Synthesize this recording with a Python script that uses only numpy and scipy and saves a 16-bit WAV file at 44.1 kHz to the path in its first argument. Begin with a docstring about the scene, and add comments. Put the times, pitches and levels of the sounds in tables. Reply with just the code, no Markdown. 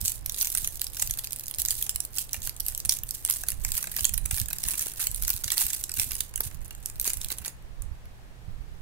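"""At a table in a small room, fingers untwist and peel a stiff plastic wrapper off a sweet.
Creases in the film snap as runs of brief ringing cracks, over a bed of fine crackle; a few knocks
ring low modes. The table and the room answer with echoes and a short tail. A draught of shaped noise
and soft puffs buffet two close microphone ports, over a motor hum, a distant engine note and room hush."""
import sys
import numpy as np
from scipy import signal
from scipy.io import wavfile
from scipy.ndimage import uniform_filter1d

SR = 44100
rng = np.random.default_rng(int(sys.argv[2]) if len(sys.argv) > 2 else 0)


def store_pcm(level_fs):
    """Save levels as 16-bit WAV."""
    pcm = np.round(np.clip(level_fs, -1, 1) * 32767).astype(np.int16)
    wavfile.write(sys.argv[1], SR, np.atleast_2d(pcm).T)


def to_linear_factor(level_db):
    """Convert decibel levels (scalar or array-like) to linear amplitude factors."""
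    exponent = np.asarray(level_db, float) / 20
    return 10 ** exponent


N = 388521  # length in samples

# Gusts on the ports. Each row: middle in seconds, length in seconds, right port in dB, left port in dB.
GUSTS = [(0.0, 0.15, -35, -62), (0.3, 0.56, -37.5, -47), (0.67, 0.2, -32, -48), (1.078, 0.18, -35.5, -40.5),
         (1.708, 0.33, -38, -54), (1.94, 0.049, -35, -52), (2.646, 0.65, -37, -65),
         (3.036, 0.076, -31.5, -42), (3.59, 0.19, -28, -63), (4.26, 0.39, -29.5, -55),
         (5.198, 0.18, -29.5, -42), (5.45, 0.035, -35, -48), (6.07, 0.68, -37.5, -53),
         (6.557, 0.54, -36.5, -51), (6.954, 0.15, -36.5, -44), (7.21, 0.19, -31, -47),
         (7.843, 0.2, -31, -49), (8.07, 0.28, -67, -45.5), (8.535, 0.057, -30.5, -48.5),
         (8.8, 1, -34.5, -63)]
# Draught level between gusts: left port in dB, right port in dB.
LULL_DB = [-52, -54]
# Tone of the draught. Each row: frequency in Hz, relative level in dB per Hz.
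DRAUGHT_TONE = [(4.7, -10), (8.0, -19), (27, 8), (56, -3), (115, -15), (300, -42.5), (390, -88),
                (660, -120)]
# Tone of the room hush. Each row: frequency in Hz, relative level in dB per Hz.
HUSH_TONE = [(20, 4.5), (50, 6.5), (100, -8.5), (200, -11.5), (340, -12.5), (480, -14), (780, -14.5),
             (1400, -18.5), (1750, -17), (2000, -20), (5000, -27), (9000, -31.5), (15500, -37),
             (16200, -45) ]
# How alike the hush is at the two ports. Each row: frequency in Hz, likeness (1 is identical).
HUSH_LIKENESS = [(60, 0.11), (150, 1), (300, 0.62), (640, 0.21), (1500, -0.24), (4970, -0.13), (15000, 1)]
# Balance of the hush. Each row: frequency in Hz, left level over right in dB.
HUSH_BALANCE = [(60, -1), (380, -2.5), (2380, 0), (15000, -2.5)]
# Fingers squeezing the film. Each row: firmest grip in seconds, crackle level in dB, length in seconds.
SQUEEZES = [(0.071, -30, 0.091), (0.387, -27.5, 0.045), (0.572, -34.5, 0.29), (0.828, -44, 0.1),
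            (1.015, -35, 0.14), (1.222, -54, 0.21), (1.366, -48, 0.99), (1.6, -25.5, 0.017),
            (1.716, -27.5, 0.034), (1.819, -36, 0.18), (2.188, -28, 0.056), (2.354, -35.5, 0.054),
            (2.445, -38.5, 0.094), (2.698, -36, 0.11), (2.924, -28, 0.046), (3.135, -39, 0.091),
            (3.341, -34, 0.12), (3.495, -43.5, 0.15), (3.687, -34, 0.027), (3.774, -32, 0.12),
            (4.02, -36.5, 0.18), (4.367, -29.5, 0.079), (4.587, -55, 0.16), (4.705, -32.5, 0.17),
            (4.852, -33, 0.15), (5.017, -29.5, 0.062), (5.216, -47, 0.065), (5.306, -35.5, 0.4),
            (5.526, -22.5, 0.027), (5.61, -21, 0.046), (5.703, -35, 0.24), (6.006, -20.5, 0.04),
            (6.137, -33.5, 0.14), (6.437, -38, 0.083), (6.647, -48, 0.067), (6.857, -45.5, 0.11),
            (7.073, -25, 0.04), (7.228, -43.5, 0.23), (7.317, -25, 0.01), (7.458, -32.5, 0.028)]
# The sheet opens and its larger panels speak.
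# Each row: time in seconds, low body in dB over the crackle when the crackle is at -40 dB.
OPENING = [(0, -53), (1.2, -46), (2.4, -32), (3.1, -42), (3.5, -19), (4.3, -25), (4.8, -19), (6.2, -24),
           (7.3, -14), (7.6, -8)]
# Creases that buckle. Each row: main crack in seconds, treble peak in dB, loudest ring in Hz,
# peak of the low body in dB over the treble peak.
SNAPS = [(0.0138, -11.5, 14300, -41), (0.0515, -10.5, 7300, -35), (0.0572, -9, 9100, -45),
         (0.0683, -28, 10100.0, -41.0), (0.08, -6.5, 7000.0, -39), (0.086, -20, 9900.0, -38),
         (0.0955, -15, 6240, -38), (0.1047, -25, 14400.0, -32), (0.119, -15.0, 10100, -45.0),
         (0.2609, -11.5, 12700, -39.0), (0.2964, -11, 6540, -34.0), (0.3217, -16, 10600, -45.0),
         (0.3445, -17, 4800.0, -28.5), (0.3482, -17.5, 9000.0, -35), (0.3665, -31, 14700.0, -34),
         (0.3738, -19, 4100.0, -37), (0.3764, -25, 8800.0, -17), (0.3906, -17.0, 8900.0, -36),
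         (0.4121, -7.5, 5900, -37), (0.4187, -8, 12900.0, -42), (0.4232, -10, 12800.0, -31),
         (0.4274, -7.5, 12700.0, -28), (0.4471, -9.5, 7840, -31), (0.4539, -11.5, 9900.0, -28),
         (0.458, -14.5, 3620, -33), (0.4715, -10.5, 7600.0, -47), (0.5016, -13, 11600.0, -40),
         (0.519, -15, 10500.0, -36.0), (0.5263, -15.5, 10800.0, -32), (0.5506, -7, 8150, -22.5),
         (0.5737, -8.5, 7660, -34), (0.5793, -10.5, 9000.0, -26), (0.5846, -10.5, 10000.0, -36),
         (0.6451, -10.5, 11500.0, -25), (0.6747, -6.5, 12300, -31.0), (0.7564, -22, 15200.0, -45.0),
         (0.7955, -19, 5370, -36), (0.8119, -24, 10800.0, -31), (0.8163, -5.5, 9400, -30.0),
         (0.8434, -13.5, 9100, -48), (0.868, -16.5, 5070, -32), (0.9338, -25, 12700, -35.0),
         (0.9468, -22, 10200, -26), (0.9692, -17, 4900.0, -21), (0.9964, -18.0, 7900.0, -21),
         (0.999, -12.5, 8100, -29), (1.0062, -26, 11200.0, -27), (1.0197, -18, 9900.0, -28),
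         (1.0235, -6, 7700, -23), (1.046, -21, 11900.0, -33), (1.074, -12.5, 12500, -38),
         (1.0975, -19.0, 11700.0, -23), (1.1095, -9.5, 9700, -33), (1.1383, -15.5, 13600.0, -32.0),
         (1.174, -16.5, 12400.0, -25), (1.1875, -13, 14900.0, -34), (1.1918, -12.5, 11600, -24),
         (1.2385, -23, 4100.0, -23), (1.2437, -14.5, 4000, -36), (1.2475, -14.5, 12100.0, -27),
         (1.2722, -17.5, 8850, -45.0), (1.308, -22.5, 13600, -28), (1.3226, -18, 8300.0, -45.0),
         (1.331, -10.5, 11100, -49), (1.3613, -17, 8100, -32), (1.3873, -22, 15100, -47),
         (1.3962, -15.0, 11200, -43), (1.4088, -23, 12000.0, -35), (1.437, -22, 14100.0, -45.0),
         (1.4588, -23, 8150, -45.0), (1.4677, -21.0, 9800.0, -38), (1.4821, -14.5, 15000.0, -44),
         (1.5114, -17.5, 9900, -26), (1.5403, -21, 4330, -21), (1.5472, -18, 8900.0, -38.0),
         (1.5589, -27, 14800.0, -43.0), (1.5853, -11, 12900.0, -30), (1.5916, -23, 14600.0, -26),
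         (1.5993, -15, 13400.0, -34), (1.6187, -8, 12600, -50), (1.6512, -8, 10900, -31.0),
         (1.6592, -11.5, 13300.0, -34), (1.6852, -9.5, 6600.0, -25), (1.7073, -6, 8750, -31),
         (1.7144, -12, 8700, -32), (1.7247, -24, 10000.0, -16), (1.7531, -19.5, 9200.0, -38),
         (1.7817, -23, 11700, -35), (1.8136, -17, 14900.0, -26), (1.8256, -8.5, 11400, -34),
         (1.8657, -19.0, 8050, -20), (1.8938, -6.5, 6900, -52), (1.9596, -10, 9400, -25),
         (2.004, -10, 9440, -46), (2.0508, -13, 13700, -53), (2.173, -19, 6400.0, -22),
         (2.1842, -9.5, 9200.0, -27), (2.293, -26, 4100.0, -23), (2.332, -8, 9300.0, -39),
         (2.3433, -15, 8900, -12), (2.3652, -23.0, 10700.0, -16), (2.4195, -21, 5050, -32),
         (2.4562, -24, 9300, -36), (2.4656, -20, 13500, -25), (2.4731, -12, 6500, -19.5),
         (2.4944, -12.5, 11700, -48), (2.565, -24, 6500.0, -43), (2.5999, -17, 9500.0, -35),
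         (2.6042, -9, 10600, -37.0), (2.6645, -10, 11400, -47), (2.684, -9, 9250, -30),
         (2.6994, -22, 12200.0, -23), (2.7225, -24, 8900.0, -19), (2.749, -12.5, 13400.0, -45.0),
         (2.7775, -11.5, 12300.0, -47), (2.8019, -14.5, 7300.0, -43.0), (2.8507, -12.5, 7600, -21.5),
         (2.857, -12, 10400, -28.0), (2.8944, -1, 5960, -35), (2.9094, -15, 3400.0, -37),
         (2.9227, -8, 3400.0, -28), (2.9385, -12, 10600.0, -37), (2.9695, -15, 12100.0, -47),
         (2.9882, -17, 7500, -42.0), (3.035, -12.5, 13000, -33), (3.0907, -16.5, 11700, -36),
         (3.1085, -9, 12600, -55), (3.155, -22.5, 6740, -23), (3.2499, -5.5, 10800.0, -44),
         (3.2616, -13, 8900, -28), (3.2766, -18.5, 9600.0, -25.0), (3.2877, -19.5, 3800.0, -12),
         (3.2954, -16, 9300, -37), (3.2993, -4.5, 12000.0, -26.5), (3.3094, -6, 12300, -47),
         (3.3238, -20, 10500.0, -44.0), (3.3381, -11, 9500.0, -40), (3.3613, -14.5, 11000.0, -24),
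         (3.3689, -16, 11300, -36.0), (3.4359, -14.5, 9200.0, -14.5), (3.486, -6.0, 13400, -27.0),
         (3.4928, -19, 11700, -25), (3.5034, -11, 10200.0, -37), (3.5188, -15, 9050, -22),
         (3.649, -5.5, 8800, -19.5), (3.689, -24, 9400.0, -13), (3.707, -24, 9000.0, -33.0),
         (3.7191, -9.5, 13600, -32), (3.722, -32, 8500.0, -45), (3.7523, -13, 12500, -37.0),
         (3.769, -11, 8500.0, -41), (3.7777, -9, 6560, -37), (3.7808, -12.5, 9800.0, -21),
         (3.789, -22, 8800.0, -13), (3.828, -11, 9200, -26), (3.8415, -15, 14200.0, -16.0),
         (3.8716, -17, 8600.0, -16), (3.916, -17.5, 14200.0, -29.0), (3.9413, -24, 13100.0, -15),
         (3.9652, -8.0, 6200.0, -21.5), (3.987, -15, 9500.0, -16), (3.993, -15, 3400.0, -23),
         (4.0083, -8, 9800, -43.0), (4.0447, -5.5, 3420, -35), (4.0523, -3, 7980, -30),
         (4.0933, -12, 7700.0, -24), (4.1381, -12.0, 11100.0, -20.5), (4.1416, -10, 13400.0, -31),
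         (4.178, -8, 11000, -27.5), (4.2553, -14.5, 11000.0, -20), (4.259, -9.5, 8700, -27),
         (4.311, -8.5, 10100, -19), (4.3437, -13.5, 4500.0, -24), (4.375, -13.0, 10800, -19),
         (4.382, -12, 11300, -22), (4.394, -20, 11600.0, -32), (4.4, -8, 12500.0, -42.0),
         (4.4154, -11.5, 7600, -25.5), (4.4592, -18.5, 7140, -34.0), (4.485, -16, 10200, -20),
         (4.504, -18, 14500.0, -30.0), (4.5085, -20.5, 3400.0, -13), (4.531, -9, 11100, -23),
         (4.5624, -24, 11760, -20), (4.5848, -13, 8350, -29), (4.6335, -19, 10450, -20.0),
         (4.6383, -9.5, 8700, -48), (4.6523, -20, 4640, -12.5), (4.6796, -15, 13900.0, -20),
         (4.6859, -5.5, 9200.0, -23), (4.6983, -16.0, 12300.0, -21), (4.708, -11.5, 9800.0, -34),
         (4.7359, -17.0, 8400.0, -16), (4.7417, -17, 8350, -17), (4.7807, -14.5, 11000, -29.0),
         (4.7942, -9.5, 8700, -30), (4.819, -11.5, 11500.0, -42), (4.824, -13, 10300.0, -26),
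         (4.843, -34, 15200.0, -24), (4.8603, -16, 11300, -34), (4.869, -13.5, 11700, -21.5),
         (4.937, -23.5, 11500.0, -20.0), (4.9954, -19.5, 10400.0, -14.5), (5.0046, -16, 10200.0, -20.0),
         (5.027, -17, 3600.0, -19), (5.0491, -21, 10100.0, -18), (5.07, -5, 8700, -30),
         (5.1147, -13, 13300.0, -43.0), (5.1461, -12, 8900, -39), (5.161, -13, 15000, -48),
         (5.211, -38, 11400.0, -38), (5.2235, -11, 11500.0, -28), (5.2356, -10, 12500.0, -36),
         (5.25, -14, 3440, -25), (5.2741, -18, 10200.0, -27), (5.2797, -6, 14100.0, -24),
         (5.2926, -11, 10100.0, -25), (5.3031, -2.5, 11500, -27.5), (5.332, -18, 4600.0, -34),
         (5.339, -15, 14800.0, -28), (5.3642, -15, 11300, -27.0), (5.438, -14, 12000, -22),
         (5.4426, -11.5, 5440, -27.5), (5.4646, -25, 8300.0, -24), (5.4797, -13.5, 3360, -18),
         (5.5035, -11, 3400.0, -16.5), (5.5192, -9, 7450, -20), (5.5318, -15.0, 14300, -20),
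         (5.572, -17, 11400.0, -12), (5.5797, -3.5, 13900.0, -26.5), (5.5905, -12, 10700, -20),
         (5.611, -14, 7900.0, -18), (5.6175, -10.5, 11500.0, -18), (5.6262, -12, 11300, -31),
         (5.6661, -7.5, 12200, -27), (5.682, -19, 12600, -45.0), (5.7034, -13.5, 7400.0, -19),
         (5.7325, -10.5, 9350, -25), (5.7433, -17, 9060, -29), (5.7481, -14.0, 10300, -35),
         (5.8113, -22, 14500.0, -24), (5.8391, -9.5, 6800, -35), (5.8943, -15, 8800, -18.0),
         (5.9175, -14, 7000.0, -27.5), (5.9402, -15, 12800.0, -44), (5.972, -16, 8700.0, -21),
         (5.9894, -16.5, 9800.0, -14), (5.9974, -6, 3520, -23), (6.0166, -11, 10000.0, -20),
         (6.0328, -14.0, 9100.0, -23), (6.0435, -14.0, 12500.0, -37.0), (6.109, -16.5, 6800.0, -17.0),
         (6.1186, -12, 10100.0, -22), (6.1326, -20, 13100.0, -27.0), (6.153, -14, 10700.0, -24),
         (6.1659, -20, 11400.0, -27.0), (6.2062, -6.5, 6000, -28.5), (6.3392, -24.0, 4000.0, -16),
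         (6.3587, -9, 7600, -40), (6.377, -16, 10800.0, -17), (6.4061, -5.5, 13200, -26),
         (6.512, -33.5, 7800, -10.5), (6.5456, -28.5, 15300, -21), (6.616, -36.5, 9000, -15),
         (6.68, -32, 11000, -25), (6.708, -25, 7400, -10), (6.7502, -26.5, 8900, -21),
         (6.828, -31, 9000, -24), (6.8593, -10, 9500, -50), (6.8995, -20, 9500.0, -23),
         (6.9576, -27, 14300.0, -29), (6.9983, -7.5, 8500.0, -47), (7.0136, -8.5, 14700, -41),
         (7.028, -22, 11300.0, -26), (7.0444, -13.5, 8050, -33), (7.0536, -16, 9750, -18),
         (7.0667, -18.5, 9700, -17.5), (7.077, -7.5, 6340, -25.5), (7.097, -17.0, 11400.0, -22),
         (7.1021, -11, 7000.0, -20), (7.134, -9.5, 10200, -32), (7.141, -20, 11800, -39.0),
         (7.1709, -16.5, 9600.0, -36), (7.2149, -15.5, 7500.0, -36.0), (7.2325, -25.0, 6900.0, -28),
         (7.2459, -14, 3400.0, -33), (7.2859, -20, 10200, -44.0), (7.3035, -15, 3920, -14),
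         (7.3144, -24, 12700.0, -34), (7.3188, -15, 9700, -31), (7.3247, -19.5, 3500.0, -24),
         (7.3761, -31, 12800.0, -32.0), (7.3846, -16.5, 10100, -29), (7.4486, -18.5, 4000.0, -19),
         (7.48, -16, 6300, -23), (7.8213, -22.5, 9200, -29.0), (8.0558, -38.5, 4000, -10)]
# Ring of the film. Each row: frequency in Hz, relative level in dB.
FILM_RING = [(1710, -11), (2900, -5.5), (3770, 1), (4100, 3), (5440, 2.5), (6000, 7), (11500, 13),
             (15400, 13.5), (17500, -13)]
# Ring of its larger panels. Each row: frequency in Hz, relative level in dB.
PANEL_RING = [(300, -32), (780, 2), (1300, 1.5), (1700, 9), (2100, 6.5), (3000, 9)]
# Short puffs of air on the right port. Each row: start in seconds, level in dB.
PUFFS = [(0.025, -27), (0.624, -34.5), (1.018, -33), (1.088, -31), (1.581, -35.5), (2.37, -31.5),
         (2.85, -31.5), (3.583, -36), (4.014, -29), (4.16, -28), (4.328, -27), (4.411, -26), (4.654, -29.5),
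         (5.09, -33), (5.341, -32), (5.45, -32.5), (5.643, -31.5), (5.977, -25), (6.066, -33),
         (6.46, -27.5), (6.54, -31.5), (7.2, -41), (7.4, -32), (8.477, -31.5)]
# A distant engine note that sags. Each row: time in seconds, pitch in Hz, RMS level in dB.
ENGINE = [(3.4, 180.6, -76), (3.8, 183, -62), (4.7, 176.7, -60.5), (5.5, 182, -76), (7.4, 167.6, -66),
          (7.999, 163.2, -65.5), (8.81, 165, -61.5)]
# The sweet tugs free of the film. Each row: start in seconds, peak in dB.
KNOCKS = [(4.738, -39), (4.865, -34), (6.404, -27.5), (7.076, -32), (7.318, -34), (7.477, -37)]
# Modes of a knock. Each row: middling pitch in Hz, relative level in dB, time to fall 60 dB in seconds.
KNOCK_MODES = [(353, 6, 0.018), (504, 0, 0.018), (746, 4.5, 0.018), (1050, 0, 0.014)]
# Echoes from hands and table. Each row: middling delay in ms, level in dB.
ECHOES = [(2.3, -17), (4.7, -16)]
# How fast the room tail dies. 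Each row: frequency in Hz, time to fall 60 dB in seconds.
ROOM_T60 = [(1000, 0.29), (4000, 0.21), (9000, 0.21), (15600, 0.12)]
# Upper edge of the sound: flat to about 15.6 kHz, a faint shelf, silent above 16.7 kHz.
# Each row: frequency in Hz, gain in dB.
TOP_EDGE = [(0, 0), (15650, 0), (15850, -9), (16450, -12), (16700, -80), (SR / 2, -80)]

LEAD = 160  # samples from the start of a run of cracks to the main crack
LEFT_LAG = 4  # samples by which the left port hears the wrapper later


def evened(x):
    """Scales a signal to an RMS of 1."""
    return x / np.sqrt(np.mean(x ** 2) + 1e-20)


def read(points, hz):
    """Reads a table's curve at any frequency, along a log frequency scale."""
    f, value = np.transpose(points)
    return np.interp(np.log(hz + 1), np.log(f + 1), value)


def sides(pan_db):
    """Left and right gains that keep the total power."""
    left = to_linear_factor(np.asarray(pan_db))
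    return np.array([left, np.ones_like(left)]) * np.sqrt(2 / (1 + left ** 2))


def swells(t, s, db, rise_s, fall_s, fade_db):
    """Level in dB of humps that add in power, each climbing to db at s and fading away again."""
    late = t[:, None] - s
    hump_db = db - fade_db * np.maximum(late / fall_s, -late / rise_s)
    return 10 * np.log10((to_linear_factor(hump_db) ** 2).sum(1) + 1e-12)


def noise(field_db, size, same=None):
    """Two channels of random short-time spectra shaped by field_db(hz, t)."""
    frames, hz = 4 * N // size + 5, np.fft.rfftfreq(size, 1 / SR)
    a, b, c, d = rng.standard_normal((frames, len(hz), 4)).T
    first, other = a + 1j * b, c + 1j * d
    alike = np.clip(same(hz) if same else 0 * hz, -1, 1)[:, None]
    z = np.array([first, alike * first + np.sqrt(1 - alike ** 2) * other])
    z *= to_linear_factor(field_db(hz[:, None], np.arange(frames) * size / 4 / SR))
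    return signal.istft(z, nperseg=size, noverlap=3 * size // 4)[1][:, :N]


def draught():
    """Lumpy low turbulence, unrelated at the two ports; strong gusts reach higher."""
    s, length, right_db, left_db = np.transpose(GUSTS)
    fade_db = 12.5  # fall over one length to either side

    def ports_db(t):
        gusts = [swells(t, s, db, length, length, fade_db) for db in (left_db, right_db)]
        power = to_linear_factor(np.array(gusts)) ** 2 + to_linear_factor(np.array(LULL_DB))[:, None] ** 2
        return 10 * np.log10(power)
    course_db = ports_db(np.arange(0, N / SR, .01))

    def field_db(hz, t):
        lumps = evened(uniform_filter1d(rng.standard_normal((len(t), 2)), 3, 0)).T[:, None]
        reach = 1 + 0.19 * np.clip(np.log2((hz + 1) / 70), 0, 2)  # level swings grow above 70 Hz
        swing_db = ports_db(t)[:, None] - course_db.mean() + 2.86 * lumps
        return read(DRAUGHT_TONE, hz) + swing_db * reach
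    return evened(noise(field_db, size=2048)) * np.sqrt(np.mean(to_linear_factor(course_db) ** 2))


def hush():
    """Steady noise shaped like the air noise of the room and the hiss of the microphone."""
    rms_db = -51

    def field_db(hz, t):
        balance_db = 20 * np.log10(sides(read(HUSH_BALANCE, hz)))
        return (read(HUSH_TONE, hz) + balance_db) * np.ones(len(t))
    return to_linear_factor(rms_db) * evened(noise(field_db, size=2048, same=lambda hz: read(HUSH_LIKENESS, hz)))


def motor_hum():
    """A motor tone of fixed pitch whose level wavers slowly, alike at both ports."""
    hum_hz, rms_db, waver_db = 119, -59, 1.5
    t = np.arange(N) / SR
    waver = evened(uniform_filter1d(uniform_filter1d(rng.standard_normal(N), 6000), 6000))
    sine = np.sqrt(2) * np.sin(2 * np.pi * hum_hz * t)  # RMS 1
    return to_linear_factor(rms_db + waver_db * waver) * sine


def rings(hz, db, t60, unlike=0.88):
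    """Sums of dying modes, one sum a row, peak 1; each port hears every mode from another angle."""
    t = np.arange(420) / SR
    start, turn, lobe = rng.standard_normal((len(hz), 3, hz.shape[1], 2)).transpose(1, 3, 0, 2)
    offset = 0.7 * start[0] + unlike * turn  # radians: the modes set off nearly together
    phase = 2 * np.pi * hz[..., None] * t + offset[..., None]
    decay = to_linear_factor(db[..., None] - 60 * t / t60[..., None])
    onset = (1 - np.exp(-t / (0.07 * t60[..., None]))) ** 2
    out = (to_linear_factor(2.13 * lobe)[..., None] * np.sin(phase) * decay * onset).sum(2)
    return out / abs(out).max(2, keepdims=True).mean(0)


def buckles(ring_hz, run_t60_ms):
    """A crease gives way in a quick run of cracks; each excites brief treble modes and the low panels."""
    place = rng.random((len(ring_hz), 2, 20))
    hz = 2500 + 14500 * ((np.arange(20) + place[:, 0]) / 20) ** 1.25  # closer in the low treble
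    db = read(FILM_RING, hz) + 6.8 * np.exp(-((hz - ring_hz[:, None]) / 1700) ** 2)
    treble = rings(hz, db, .0022 * (8000 / hz) ** .75)  # dies in 2.2 ms at 8 kHz
    low_hz = 300 + 2600 * (np.arange(7) + place[:, 1, :7]) / 7
    low = rings(low_hz, read(PANEL_RING, low_hz), .013 * np.ones_like(low_hz), unlike=0.63)  # 13 ms

    t_ms = (np.arange(600) - LEAD) * 1000 / SR
    when, size = rng.random((len(ring_hz), 2, len(t_ms))).transpose(1, 0, 2)
    fade = to_linear_factor(-60 * np.maximum(t_ms, -1.7 * t_ms) / run_t60_ms[:, None])
    run = (when < .15) * 2 * (size - .5) * fade
    run *= np.where(t_ms < 0, 0.5, 0.6)  # faint cracks before and after
    run[:, LEAD] = 1  # the main crack

    def peaked(part):
        part = signal.fftconvolve(part, run[None], axes=2)
        return part / abs(part).max(2, keepdims=True).mean(0)
    return peaked(treble), peaked(low)


def crackle():
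    """Tiny creases in clumps, a few of them large; firmer handling packs them closer."""
    per_second, run_t60_ms, spread_db = 1600, 3, 2.5  # per_second is before busy and clump act
    s, db, length = np.transpose(SQUEEZES)
    t, kinds = np.arange(N) / SR, 40
    # The grip builds up in 0.95 of a length and falls 16 dB over one length.
    level_db = np.interp(t, t[::64], swells(t[::64], s, db, 0.95 * length, length, 16))
    # A firmer grip leaves the body a smaller share.
    body_db = np.interp(t, *np.transpose(OPENING)) - 0.122 * (np.maximum(level_db, -60) + 40)
    busy = to_linear_factor(0.97 * (level_db + 36.0))
    clump = to_linear_factor(8.8 * evened(uniform_filter1d(rng.standard_normal(N), 400)))
    size = to_linear_factor(spread_db * np.minimum(rng.exponential(1, N), 3.4)) / np.sqrt(busy)
    size *= rng.random(N) < per_second * busy * clump / SR

    kind = rng.integers(0, kinds, N)
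    ring_hz = rng.uniform(7000, 15500, kinds)
    shapes = np.vstack(buckles(ring_hz, run_t60_ms * np.ones(kinds)))[..., :600]
    grains = np.zeros((4, N + shapes.shape[2]))  # treble left and right, low left and right
    for at in np.flatnonzero(size):
        grains[:, at:at + shapes.shape[2]] += size[at] * shapes[:, kind[at]]
    mixed = evened(grains[:2, :N]) + to_linear_factor(body_db) * evened(grains[2:, :N])
    return mixed * to_linear_factor(level_db)


def snaps():
    """The creases that stand out, each with its own colour; more low body means a longer run."""
    s, db, hz, body_db = np.transpose(SNAPS)
    longer_db = 0.13 * (body_db + 45) + 2.2 * rng.standard_normal(len(s))
    treble, low = buckles(hz, 9 * to_linear_factor(longer_db))  # 9 ms, stretched or shortened
    sounds = (treble + to_linear_factor(body_db)[:, None] * low) * to_linear_factor(db)[:, None]
    out = np.zeros((2, N))
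    starts = np.round(s * SR).astype(int) - LEAD
    for at, sound in zip(starts, sounds.transpose(1, 0, 2)):
        out[:, at:at + sound.shape[1]] += sound
    return out


def puffs():
    """Each puff is a soft, dying low push of pressure with a little turbulence, mostly at the right port."""
    rise_s, left_db = 0.0079, -29  # left level is relative to the right
    t, out = np.arange(3000) / SR, np.zeros((2, N))
    for s, db in PUFFS:
        hz = rng.uniform(49, 99)
        rough = evened(uniform_filter1d(uniform_filter1d(rng.standard_normal(len(t)), 130), 100))
        envelope = t / rise_s * np.exp(1 - t / rise_s)
        push = (np.sin(2 * np.pi * hz * t) + 0.47 * rough) * envelope
        out[:, round(s * SR):][:, :len(t)] += to_linear_factor(db + np.array([[left_db], [0]])) * push
    return out


def engine_note():
    """A distant engine as one sine gliding in pitch and level, alike at both ports."""
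    t = np.arange(N) / SR
    s, hz, db = np.transpose(ENGINE)
    phase = 2 * np.pi * np.cumsum(np.interp(t, s, hz)) / SR
    return np.sqrt(2) * to_linear_factor(np.interp(t, s, db, left=-120)) * np.sin(phase)


def knocks():
    """Each tug rings a few low, damped modes whose pitches scatter from knock to knock."""
    t, out = np.arange(1500) / SR, np.zeros((2, N))
    for s, db in KNOCKS:
        ring = np.zeros(len(t))
        for hz, level, t60 in KNOCK_MODES:
            pitch = hz * rng.uniform(0.63, 1.48)
            ring += to_linear_factor(level - 60 * t / t60) * np.sin(2 * np.pi * pitch * t)
        out[:, round(s * SR):][:, :len(t)] += to_linear_factor(db) * ring / abs(ring).max()
    return out


def paths():
    """Near echoes, then a sparse tail that dies sooner in the treble; other taps for each port."""
    tail_db = -13
    taps = np.zeros((2, SR // 2))
    at = np.arange(300, SR // 2 - 20, 20) + rng.integers(0, 20, (2, (SR // 2 - 301) // 20))
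    np.put_along_axis(taps, at, rng.choice([-1., 1.], at.shape), 1)
    hz, t, z = signal.stft(taps, SR, nperseg=256)
    fade = to_linear_factor(-60 * t / read(ROOM_T60, hz)[:, None])
    tail = signal.istft(z * fade, SR, nperseg=256)[1]
    tail *= to_linear_factor(tail_db) / np.linalg.norm(tail[0])
    for ms, db in ECHOES:
        delay = round(ms * rng.uniform(.93, 1.07) * SR / 1000)
        tail[[0, 1], delay + np.array([2 * LEFT_LAG, 0])] += to_linear_factor(db)
    return tail


def space(x):
    """Direct sound, and three sets of paths taking turns as the hands move."""
    turn = np.pi * 3.1 * np.arange(N) / SR
    out = np.array([np.roll(x[0], LEFT_LAG), x[1]])
    for k in range(3):
        share = np.sqrt(2 / 3) * np.cos(turn + k * np.pi / 3)
        out += signal.oaconvolve(x * share, paths(), axes=1)[:, :N]
    return out


def scene():
    """Wrapper in the room, over draught, puffs, hush, hum and engine."""
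    air = draught() + hush() + motor_hum()
    wrapper = crackle() + snaps() + knocks()
    wrapper *= sides(-4.5)[:, None]  # left over right in dB: the wrapper is nearer the right port
    return space(wrapper) + air + puffs() + engine_note()


def top_cut(x):
    """Nothing passes above the cut-off."""
    return signal.sosfilt(signal.butter(12, 17010, fs=SR, output="sos"), x)


def record(dry):
    """The upper edge of the sound, as a filter on the finished mix."""
    hz, db = np.transpose(TOP_EDGE)
    edge_filter = signal.firwin2(511, hz, to_linear_factor(db), fs=SR)
    heard = signal.oaconvolve(dry, edge_filter[None], "same", axes=1)
    return top_cut(heard)


dry = scene()
out = record(dry)
store_pcm(out)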